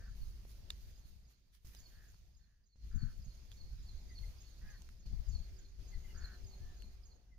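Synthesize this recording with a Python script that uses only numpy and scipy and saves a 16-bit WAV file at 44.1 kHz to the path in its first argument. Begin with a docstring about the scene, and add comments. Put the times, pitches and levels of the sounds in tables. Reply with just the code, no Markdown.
"""First comes wind rumbling on a two-port microphone among vegetables, with a crow's caw and a hiss of leaves.
Close by, eddies thump the ports, leaves rustle, stems snap and dry soil knocks: shaped noise and ringing modes.
Farther off, a warbler repeats one four-note phrase, crows caw and birds chirp and trill: gliding tones with echoes.
Behind them lie a far engine's two wavering tones and the filtered noise of open land.
The level dips at a steady rate five times; four times it returns quickly, three of these with a puff of noise."""
import sys
import numpy as np
from scipy import signal
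from scipy.fft import rfft, irfft, next_fast_len
from scipy.io import wavfile
from scipy.ndimage import uniform_filter1d, map_coordinates

SR = 44100
rng = np.random.default_rng(int(sys.argv[2]) if len(sys.argv) > 2 else 0)


def transcribe(u):
    """Save the signal u as a 16-bit wav file named by the first command-line argument.

    u: samples, shape (n,) or (channels, n), limited to [-1, 1]; the rate is SR.
    q: integer samples, one column per channel.
    """
    v = np.clip(np.atleast_2d(u).T, -1, 1)
    q = np.round(v * 32767).astype(np.int16)
    wavfile.write(sys.argv[1], SR, q)


N = 325458


def amp(db):
    """Decibels to gain."""
    return 10 ** (np.asarray(db) / 20)


def unit(x):
    """Scale to rms 1."""
    return x / np.sqrt(np.mean(x ** 2) + 1e-20)


def along(points, hz):
    """Read (f/Hz, value) points on a log frequency axis."""
    f, v = np.transpose(points)
    return np.interp(np.log(hz + 1e-6), np.log(f), v)


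def curves(rows):
    """Each column after the time, read at every sample."""
    s, *cols = np.transpose(rows)
    return [np.interp(np.arange(N) / SR, s, c) for c in cols]


def wobble(rate, size=N):
    """A smooth random curve with this rate of knots per second."""
    knots = rng.standard_normal(int(size * rate / SR) + 4)
    return map_coordinates(knots, [np.arange(size) * rate / SR])


def whistle(hz):
    """A sine that follows a changing pitch."""
    return np.sin(2 * np.pi * np.cumsum(hz) / SR)


def filtered(x, response):
    """Multiply the spectrum of x by a response of frequency."""
    m = next_fast_len(N + 8192)
    return irfft(rfft(x, m) * response(np.fft.rfftfreq(m, 1 / SR)), m)[..., :N]


def add(track, s, sound):
    """Mix a sound into the track at s seconds."""
    i = max(0, round(s * SR))
    part = track[..., i:i + sound.shape[-1]]
    part += sound[..., :part.shape[-1]]


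def pan(db):
    """Left and right gains, this many dB apart, of mean power 1."""
    g = amp(np.array([db, -db]).reshape(2, -1) / 2)
    return g / np.sqrt(np.mean(g ** 2, axis=0))


def rush(spectrum, alike, patchy_db):
    """Stereo noise of rms 1, patchy in time and pitch; mid and side shares set how alike the ports are."""
    z = signal.stft(rng.standard_normal((2, N)), nperseg=512)[2]
    patches = uniform_filter1d(rng.standard_normal(z.shape[1:]), size=6, axis=0)
    patches = uniform_filter1d(patches, size=14, axis=1)
    pair = signal.istft(z * amp(patchy_db * unit(patches)), nperseg=512)[1][:, :N]

    def response(hz):
        turn = np.arccos(np.clip(along(alike, hz), -1, 1)) / 2
        return amp(along(spectrum, hz)) * [np.cos(turn), np.sin(turn)]

    mid, side = filtered(pair, response)
    return unit(np.array([mid + side, mid - side]))


def even(x, seconds):
    """Take the slow swells out of a noise, leaving its fast lumps."""
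    power = uniform_filter1d(np.mean(x ** 2, axis=0), int(seconds * SR) + 1)
    return x / np.sqrt(np.abs(power) + 1e-4)


def outdoors(x, lag_ms, wet_db, t60, echo_s, echo_db):
    """A far source: it reaches the right port first, scatters in the plants and echoes off the trees."""
    t = np.arange(SR // 2) / SR
    shapes = [amp(-60 * t / t60), np.exp(-((t - echo_s) / 0.0074) ** 2)]
    scatter, echo = [unit(e * rng.standard_normal((2, len(t)))) / np.sqrt(len(t)) for e in shapes]
    tail = amp(wet_db) * scatter + amp(echo_db) * echo
    lag_s = lag_ms / 1000 * np.array([[-1], [1]])  # half of it acts on each port, in opposite directions
    direct = filtered(x, lambda hz: np.exp(1j * np.pi * hz * lag_s))
    return direct + signal.fftconvolve(x[None], tail, axes=1)[:, :N]


# Wind over both ports, at the microphone: (t/s, level/dB)
WIND_STRENGTH = [(0, -50.5), (.2, -48.5), (.66, -54.5), (.74, -51), (1.1, -54), (1.28, -51), (1.35, -64.5),
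                 (1.67, -53), (1.85, -60.5), (2.33, -56), (2.68, -57.5), (2.86, -46.5), (3.45, -55),
                 (3.8, -50), (4.53, -54.5), (4.67, -50), (4.88, -54), (5.12, -49), (5.6, -49.5),
                 (6.05, -49.5), (6.4, -52), (6.62, -49), (7.15, -52), (7.22, -58), (7.35, -45.5)]
# Spectrum of the low rumble at the ports: (f/Hz, relative level/dB per Hz)
RUMBLE_SPECTRUM = [(10, -13.5), (22, -2), (36, -3), (47, -0.5), (56, 0), (70, -10), (100, -17),
                   (140, -27.5), (250, -53), (500, -81)]
# Spectrum of the faster flutter, in wind and eddies alike: (f/Hz, relative level/dB per Hz)
FLUTTER_SPECTRUM = [(50, -22), (78, 4), (100, 5.5), (125, 0), (160, -3.5), (195, -3), (260, -16),
                    (400, -35), (900, -72), (3000, -60), (8000, -84)]


def wind(swirl_db=1.7, side_db=1, mean_flutter_db=-67, flutter_growth=.5):
    """Steady flow rumbles on both ports nearly alike, with small swirls on each and a faster flutter on top."""
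    strength_db, = curves(WIND_STRENGTH)
    rumble = even(rush(RUMBLE_SPECTRUM, [(25, 0.3), (52, 1.0), (120, 0.6)], patchy_db=2.5), seconds=0.051)
    flutter = rush(FLUTTER_SPECTRUM, [(150, 0.99)], patchy_db=4) * amp(2.8 * wobble(40))
    flutter = even(flutter, seconds=.07)
    swirls = swirl_db * np.array([wobble(16), wobble(18)])
    # flutter_growth: flutter dB for each dB of wind
    flutter_db = mean_flutter_db + flutter_growth * (strength_db - strength_db.mean())
    return pan(side_db) * (amp(strength_db + swirls) * rumble + amp(flutter_db) * flutter)


# Strongest eddies at the ports: (t/s, thump level/dB, flutter level/dB, left over right level/dB)
EDDY_HITS = [(.11, -44, -82, 15), (0.219, -40.5, -72, -31), (0.282, -43.5, -77, -23),
             (2.964, -30.5, -39, 40), (3.037, -35.5, -37.5, 22), (3.079, -38.5, -60, 24),
             (3.182, -41.5, -55.5, 28), (3.281, -45, -51.5, -11), (3.631, -43.5, -72, 25),
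             (3.733, -44, -66, -9), (3.968, -42.5, -75, -10), (4.22, -41, -75, 14), (4.278, -42, -82, 5),
             (4.648, -47.5, -60.5, -1), (5.077, -46.5, -62, 34), (5.137, -36, -44, 43),
             (5.198, -35.5, -54.5, 30), (5.292, -33.5, -55.5, 20), (5.348, -34.5, -57, 38),
             (5.403, -40, -56.5, 14), (5.801, -48, -63, 38), (5.976, -37, -64, 9), (6.16, -42, -61, 7),
             (6.241, -41.5, -66, 10), (6.448, -45.5, -75, 20), (6.625, -43, -82, 7)]
# Spectrum of an eddy's thump: (f/Hz, relative level/dB per Hz)
THUMP_SPECTRUM = [(10, 0.5), (25, 5.5), (50, 4), (75, -4), (105, -11), (150, -25), (300, -50), (3000, -70)]


def eddies(width_s=0.015):
    """Each eddy shoves the ports unequally to and fro for a moment; the strong ones flutter."""
    track, t = np.zeros((2, N)), np.arange(-SR // 16, SR // 16) / SR
    swell = np.exp(-(t / width_s) ** 2 / 2)

    def coloured(spectrum):
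        return filtered(rng.standard_normal(N), lambda hz: amp(along(spectrum, hz)))

    def burst(noise, s):
        return unit(noise[round(s * SR):][:len(t)] * swell) * np.sqrt(np.mean(swell ** 2))

    thump, flutter = coloured(THUMP_SPECTRUM), coloured(FLUTTER_SPECTRUM)
    for s, thump_db, flutter_db, side_db in EDDY_HITS:
        hit = amp(thump_db) * burst(thump, s) + amp(flutter_db) * burst(flutter, s)
        add(track, s + t[0], pan(side_db) * hit)
    return track


# Puffs as the sunken sound returns: (t/s, puff level/dB)
RETURN_PUFFS = [(1.647, -68), (2.758, -73.5), (5.06, -63)]
# Spectrum of a puff: (f/Hz, relative level/dB per Hz)
PUFF_SPECTRUM = [(40, 2), (150, 8.5), (400, -7), (1200, -17), (6000, -12), (8000, -21), (15000, -39)]
# Likeness of the two ports for broad noises, from rustle to far land: (f/Hz, likeness 0-1)
PORT_LIKENESS = [(250, 0.72), (640, 0.11), (1400, 0), (7000, 0)]


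def return_puffs(t60=0.19, shove_db=14, shove_s=0.0038):
    """Puffs as the sunken sound returns: one low shove and a sudden broad noise that dies away."""
    swell, shove, t = np.zeros(N), np.zeros(N), np.arange(SR // 2) / SR
    u = t / shove_s
    for s, db in RETURN_PUFFS:
        add(swell, s, amp(db - 60 * t / t60))
        add(shove, s, -amp(db + shove_db) * u * (2 - u / 2) * np.exp(1 - u))  # swings back past zero
    return swell * rush(PUFF_SPECTRUM, PORT_LIKENESS, patchy_db=1) + shove


# Leaves brushed close by, by hands and cloth: (t/s, decay length/s, level/dB before the rise and decay)
LEAF_BRUSHES = [(0.122, 0.19, -71.5), (0.463, 0.088, -67), (0.688, 0.25, -72.5), (1.038, 0.13, -68),
                (1.28, 0.044, -65.5), (1.515, 0.053, -56), (1.615, 0.16, -66), (1.91, 0.027, -71),
                (2.0, 0.15, -76.5), (4.19, 0.14, -72.5), (4.637, 0.19, -76.5), (5.78, 0.8, -82.5)]
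# Spectrum of the fine rustle: (f/Hz, relative level/dB per Hz)
RUSTLE_SPECTRUM = [(800, -6), (2500, 0), (4500, 0.5), (6500, 1), (7800, -8.5), (10000, -2.5), (12000, -2),
                   (14200, 0.5), (15600, -6)]


def rustle(attack_s=0.025, stir_db=-78.5, ticks_per_s=220):
    """Leaves brush cloth and each other: a flickering hiss, dry ticks, and a fast rise and slow fall a brush."""
    t = np.arange(N) / SR
    power = np.full(N, amp(stir_db) ** 2)  # leaves that never stop stirring
    for s, length, db in LEAF_BRUSHES:
        brush = amp(db) * np.minimum(1, t / attack_s) * np.exp(-(t / length) ** 2 / 2)
        add(power, s, brush ** 2)
    ticks = (rng.random(N) < ticks_per_s / SR) * rng.standard_normal((2, N))
    ticks = unit(filtered(ticks, lambda hz: amp(along(RUSTLE_SPECTRUM, hz))))
    hiss = rush(RUSTLE_SPECTRUM, PORT_LIKENESS, patchy_db=2.3)
    return np.sqrt(power) * amp(1.75 * wobble(35)) * (hiss + amp(-9) * ticks)


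# Stems and twigs breaking close by: (t/s, level/dB, f/Hz, tearing time/s, ringing share 0-1,
# left over right level/dB)
STEM_SNAPS = [(.7038, -31.5, 3680, .0017, .76, -4), (3.517, -45, 3480, .0006, .75, -6),
              (3.5238, -58, 3400, .0007, .8, -8), (3.527, -54, 3330, .0007, .8, -11),
              (4.8202, -52, 4700, .0004, .1, -8), (4.89, -54, 2075, .0006, .3, -14),
              (6.8218, -51.5, 2920, .0014, .45, -2), (1.55, -65.5, 4270, .002, .2, -5),
              (1.671, -57, 6000, .002, .1, -10), (1.7485, -54, 4600, .002, .1, -8),
              (2.144, -65, 1900, .0012, .1, -4), (4.188, -61, 3200, .002, .2, -2.5)]
# Noise of tearing fibres: (ratio to the stem's f, relative level/dB)
FIBRE_SPECTRUM = [(.1, -13), (.3, -9), (.55, -1), (.8, 2), (1, 4), (1.3, 1), (1.75, -3), (2.25, -13),
                  (3.2, -7), (4.2, -10), (6, -24)]
# Modes a stem rings with: (ratio to the stem's f, level/dB)
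RINGING_MODES = [(.52, -20), (.78, -13), (1, 0), (1.17, -10), (1.93, -9), (3.2, -23)]
# Spectrum of leaf hiss, in shaken leaves and the whole crop: (f/Hz, relative level/dB per Hz)
LEAF_SPECTRUM = [(600, -22.5), (1400, -5), (2300, -1), (3000, -2.5), (3700, 0), (4700, 5.5), (5600, 1),
                 (6600, 2.5), (7300, -10), (8200, -14), (15000, -12)]


def snaps(t60=.0055, leaves_db=-27, leaves_t60=.1, first_db=-3, split_size=.35):
    """A stem rings ever harder while its fibres tear, parts with a bright tick, and its leaves shake."""
    track, t = np.zeros((2, N)), np.arange(-SR // 64, SR // 8) / SR
    hz_axis = np.fft.rfftfreq(2 * len(t), 1 / SR)

    def noise(colour_db):
        white = rng.standard_normal((2, 2 * len(t)))
        return unit(irfft(rfft(white) * amp(colour_db))[:, :len(t)])

    shaking = (t > 0) * amp(leaves_db - 60 * t / leaves_t60)
    for s, db, hz, tear_s, ring, side_db in STEM_SNAPS:
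        tearing_db = np.interp(t, [0, tear_s], [first_db, 0]) - 60 * np.maximum(0, t - tear_s) / t60
        tearing = (t > 0) * amp(tearing_db)
        phase = 2 * np.pi * hz * t + np.array([[1.2], [0]])
        modes = sum(amp(mode_db) * np.sin(ratio * phase) for ratio, mode_db in RINGING_MODES)
        body = ring * modes + (1 - ring) * noise(along(FIBRE_SPECTRUM, hz_axis / hz))
        split = np.exp(-np.abs(t - tear_s) * SR)
        crack = tearing * body + split_size * split + shaking * noise(along(LEAF_SPECTRUM, hz_axis))
        add(track, s + t[0], amp(db) * pan(side_db) * crack)
    return track


# Dull knocks on dry soil, close by: (t/s, level/dB before the rise and decay, f/Hz)
SOIL_KNOCKS = [(.452, -46.5, 500), (1.7478, -52.5, 597), (2.1427, -59, 900)]


def knocks(t60=0.005, attack_s=0.00019):
    """Soil hardly rings: each knock is a few quickly dying low swings."""
    track, t = np.zeros(N), np.arange(SR // 16) / SR
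    for s, db, hz in SOIL_KNOCKS:
        envelope = amp(db - 60 * t / t60) * (1 - np.exp(-t / attack_s))
        add(track, s, envelope * np.sin(2 * np.pi * hz * t))
    return track


# Slurred notes of the warbler, as centres of a random scatter: (t/s into the phrase, length/s,
# share before the turn, start f/Hz, turn f/Hz, end f/Hz, level/dB, share of the accent)
PHRASE_NOTES = [(.008, .02, .6, 5150, 4880, 4500, -4, .95), (.032, .025, .7, 6580, 6720, 5600, 0, 1),
                (.064, .033, .72, 4400, 4470, 4200, -5, 0), (.094, .032, .45, 4600, 4270, 4180, .5, .1)]


def phrase(accent_db, scatter_db=1):
    """Four whistled slurs, never quite alike: each swells to its turning pitch, then flicks away."""
    track = np.zeros(SR // 4)
    for s, length, turn, start_hz, turn_hz, end_hz, db, accent in PHRASE_NOTES:
        t = np.arange(0, length, 1 / SR)
        turn = np.clip(turn + .08 * rng.standard_normal(), .2, .9)
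        marks = [0, turn * length, length]
        detune = 1 + np.array([.02, .006, .015]) * rng.standard_normal(3)
        hz = np.interp(t, marks, np.array([start_hz, turn_hz, end_hz]) * detune)
        hz = hz * (1 + .016 * wobble(200, len(t)))
        swell = np.sin(np.pi / 2 * np.interp(t, marks, [0, 1, 0]))
        level_db = db + accent * accent_db + scatter_db * rng.standard_normal()
        level_db = level_db + 2.3 * wobble(170, len(t))
        add(track, s, amp(level_db) * swell * whistle(hz))
    return track


# The warbler's phrases, mostly about .29 s apart: (t/s, level/dB, accent on the high notes/dB)
WARBLER_PHRASES = [(0.116, -69, -6), (.942, -69, 3.5), (1.235, -72.5, 9), (1.751, -64, 5), (2.039, -75, 4),
                   (2.331, -69, 4.5), (2.622, -58.5, -1.5), (2.913, -60.5, -4), (3.205, -65.5, 2),
                   (3.498, -62, -3), (3.787, -61, -7), (4.078, -55, -7.5), (4.368, -65, 5),
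                   (4.666, -67.5, 4.5), (4.957, -62.5, -2.5), (5.249, -56.5, -2), (5.548, -63, 2.5),
                   (5.841, -67, 4), (6.137, -55.5, -3.5), (6.431, -62.5, 1), (6.728, -61.5, -5.5),
                   (7.017, -61, 2.5)]


def warbler(hedge_s=.015, hedge_db=-11):
    """One quick phrase over and over, louder and softer as the bird turns; the nearest plants double each note."""
    track = np.zeros(N)
    for s, db, accent_db in WARBLER_PHRASES:
        song = amp(db) * phrase(accent_db)
        add(track, s, song)
        add(track, s + hedge_s * (1 + .25 * rng.standard_normal()), amp(hedge_db) * song)
    return outdoors(track, lag_ms=.2, wet_db=-4, t60=.45, echo_s=.0965, echo_db=-9)


# Distant crow caws: (t/s, length/s, level at the ends/dB, throat resonance f/Hz, pitch at the top f/Hz,
# share the pitch falls, hoarseness 0-1, swell of the middle over the ends/dB)
CROW_CAWS = [(0, .11, -69.5, 1610, 398.5, 0.17, .75, -0.5), (1.713, 0.14, -82, 1750, 426, -0.0022, 0.83, 0),
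             (1.9, 0.22, -81.5, 1690, 425, 0, 0.84, 7.5), (2.388, 0.27, -83, 1710, 422, 0.0085, .8, 6),
             (2.908, .232, -76, 1556, 382, 0, .85, 6), (4.61, .178, -76.5, 1740, 420, .09, .42, 11),
             (6.142, 0.23, -70, 1575, 375.7, -.06, .85, 6.5)]
# Throat resonance: (ratio to its f, level/dB)
THROAT_RESONANCE = [(.3, -37), (.45, -21), (.6, -19), (.76, -16), (.88, -5), (1, 0), (1.09, -1.5),
                    (1.17, -11), (1.32, -24), (1.5, -18), (1.8, -23), (3, -62)]


def crows(rattle_hz=63, depth=.65, skid=.07, burr=.01, rough=.85, between=.75,
          arch_share=.2, beak_lift=.015, attack_s=.0062, release_s=.021):
    """Arching harmonics under a throat resonance; hoarse caws break into smeared pulses that slide in pitch."""
    track = np.zeros(N)
    for s, length, db, throat_hz, pitch_hz, fall, hoarse, swell_db in CROW_CAWS:
        t = np.arange(0, length, 1 / SR)
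        arch, sag = np.sin(np.pi * t / length), fall * (.5 - t / length)
        cycle = np.cumsum(rattle_hz * (1 + .08 * wobble(40, len(t)))) / SR % 1
        pulses = 1 - depth * hoarse * np.cos(np.pi * cycle) ** 2
        droop = arch_share * (1 - hoarse / 2) * (1 - arch)  # lower pitch at both ends
        slide = skid * hoarse * np.sin(2 * np.pi * cycle) / 2
        hz = pitch_hz * (1 - droop + sag + slide + burr * wobble(151.3, len(t)))
        phase = 2 * np.pi * np.cumsum(hz) / SR
        # the resonance rises as the beak opens
        open_hz = throat_hz * (1 + beak_lift * (arch - arch.mean()) + sag / 2)

        def line(k):
            smear = rough * hoarse * wobble(219, len(t))
            return amp(along(THROAT_RESONANCE, k * hz / open_hz)) * np.sin(k * phase + smear)

        # hoarseness adds lines between the harmonics
        voice = sum(line(k) + between * hoarse * line(k + .5) for k in range(1, 10))
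        gate = np.minimum(1, np.minimum(t / attack_s, (length - t) / release_s))
        add(track, s, amp(db + swell_db * arch) * gate * unit(voice * pulses))
    return outdoors(track, lag_ms=.07, wet_db=-5.5, t60=.14, echo_s=.048, echo_db=-17)


# Short falling chirps; the first is a small falling note that ends the crow's first caw: (t/s, length/s, peak
# level/dB, middle f/Hz)
FALLING_CHIRPS = [(0.102, 0.052, -74.5, 1720), (4.086, 0.06, -65.5, 2007), (4.225, 0.032, -64.5, 2085),
                  (4.681, 0.018, -69, 2460), (5.912, 0.057, -64, 2060), (6.035, 0.039, -66, 2040),
                  (6.06, 0.088, -69.5, 2883), (6.095, 0.025, -67, 2084), (7.305, 0.057, -63.5, 2047)]
# Arched, burry whistles: (t/s, length/s, peak level/dB, reference f/Hz; the arch tops at .98 of it)
BURRY_TRILLS = [(5.554, 0.1, -76.5, 1630), (6.554, 0.26, -74, 1816)]


def chirper(burr_hz=72, burr=0.034, waver=0.024, fall=0.092):
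    """Soft falling notes, the first of them closing the crow's first caw, and other birds' arched whistles with
    a fast burr in their pitch."""
    track = np.zeros(N)
    for s, length, db, hz in FALLING_CHIRPS:
        t = np.arange(0, length, 1 / SR)
        glide = 1 + fall * (.5 - t / length) + waver * wobble(320, len(t))
        add(track, s, amp(db) * np.sin(np.pi * t / length) ** 2 * whistle(hz * glide))
    for s, length, db, hz in BURRY_TRILLS:
        t = np.arange(0, length, 1 / SR)
        arch = np.sin(np.pi * t / length)
        glide = .87 + 0.11 * arch + burr * np.sin(2 * np.pi * burr_hz * t) + 0.03 * wobble(503.0, len(t))
        add(track, s, amp(db) * arch ** 1.3 * whistle(hz * glide))
    return pan(3.5) * outdoors(track, lag_ms=.04, wet_db=-6, t60=.25, echo_s=.03, echo_db=-11)


# Background at the microphone: (t/s, far land level/dB, leaf hiss level/dB, far engine level/dB)
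FIELD_LEVELS = [(0, -74, -72.5, -82), (.85, -75, -72, -83), (1.4, -77.5, -73.5, -101),
                (1.8, -80, -75.5, -87), (2.4, -78, -74, -91), (3.3, -76.5, -72.5, -84.5),
                (4.3, -73.5, -69.5, -85), (4.9, -76.5, -72.5, -87), (5.3, -73.5, -70, -78.5),
                (6.15, -70.5, -70, -75.5), (6.75, -72, -71, -77), (7.35, -73, -74, -82)]
# The engine's higher whine: (t/s, level/dB)
WHINE_LEVEL = [(4.8, -108), (6.0, -92), (6.7, -79), (7.0, -89.5), (7.35, -81)]


def engine(start_hz=370, end_hz=383, whine_hz=722):
    """A far engine's hum wavers on the wind; a higher whine joins it late."""
    *_, level_db = curves(FIELD_LEVELS)
    whine_db, = curves(WHINE_LEVEL)

    def tone(hz):
        waver = 1 + .005 * wobble(25) + .008 * wobble(4)
        return whistle(hz * waver) * amp(2.5 * wobble(7))

    return amp(level_db) * tone(np.linspace(start_hz, end_hz, N)) + amp(whine_db) * tone(whine_hz)


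# Spectrum of the far open land: (f/Hz, relative level/dB per Hz)
LAND_SPECTRUM = [(120, -10.5), (250, 5), (420, 1), (700, -1), (1000, -6.5), (1800, -9), (3000, -13),
                 (7000, -27)]


def background():
    """The low wash of open land and the even hiss of the crop, both shaped noise."""
    land_db, hiss_db, _ = curves(FIELD_LEVELS)
    land = amp(land_db) * rush(LAND_SPECTRUM, PORT_LIKENESS, patchy_db=2.5)
    hiss_gain = amp(hiss_db + 0.26 * wobble(9))
    return land + hiss_gain * rush(LEAF_SPECTRUM, PORT_LIKENESS, patchy_db=1.8)


# Dips in the level of field and wind: (start t/s, end t/s, sinking rate/dB per s, return time/s)
DIP_TIMES = [(0.847, 1.646, 14, 0.0057), (2.081, 2.754, 26, 0.094), (4.922, 5.051, 50, 0.0094),
             (5.495, 5.774, 22, 0.026), (6.801, 7.394, 19.5, 0.0088)]


def level_dips():
    """The level dips: it fades at a steady rate in each dip, then returns quickly."""
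    t = np.arange(N) / SR
    return amp(sum(np.interp(t, [start, end, end + back], [0, -rate * (end - start), 0])
                   for start, end, rate, back in DIP_TIMES))


# Balance of the microphone's ports for the field: (f/Hz, left over right level/dB)
PORT_BALANCE = [(500, 0.5), (1300, 0.5), (2400, 3), (4300, -7), (5500, -12.5), (7500, -4), (14000, -1)]


def scene(rustle_sinks=1.58):
    """Field and wind share the level dips; the right port hears the field's treble more brightly."""
    gain = level_dips()
    field = gain * (background() + warbler() + crows() + chirper() + engine())
    # the fine rustle sinks rustle_sinks dB for each dB of a dip
    field = field + gain ** rustle_sinks * rustle() + return_puffs()
    field = filtered(field, lambda hz: pan(along(PORT_BALANCE, hz)))
    return field + snaps() + knocks() + gain * wind() + eddies()


def record(dry, top_hz=15600):
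    """The microphone's output stops sharply at its upper band limit."""
    return filtered(dry, lambda hz: hz < top_hz)


dry = scene()
out = record(dry)
transcribe(out)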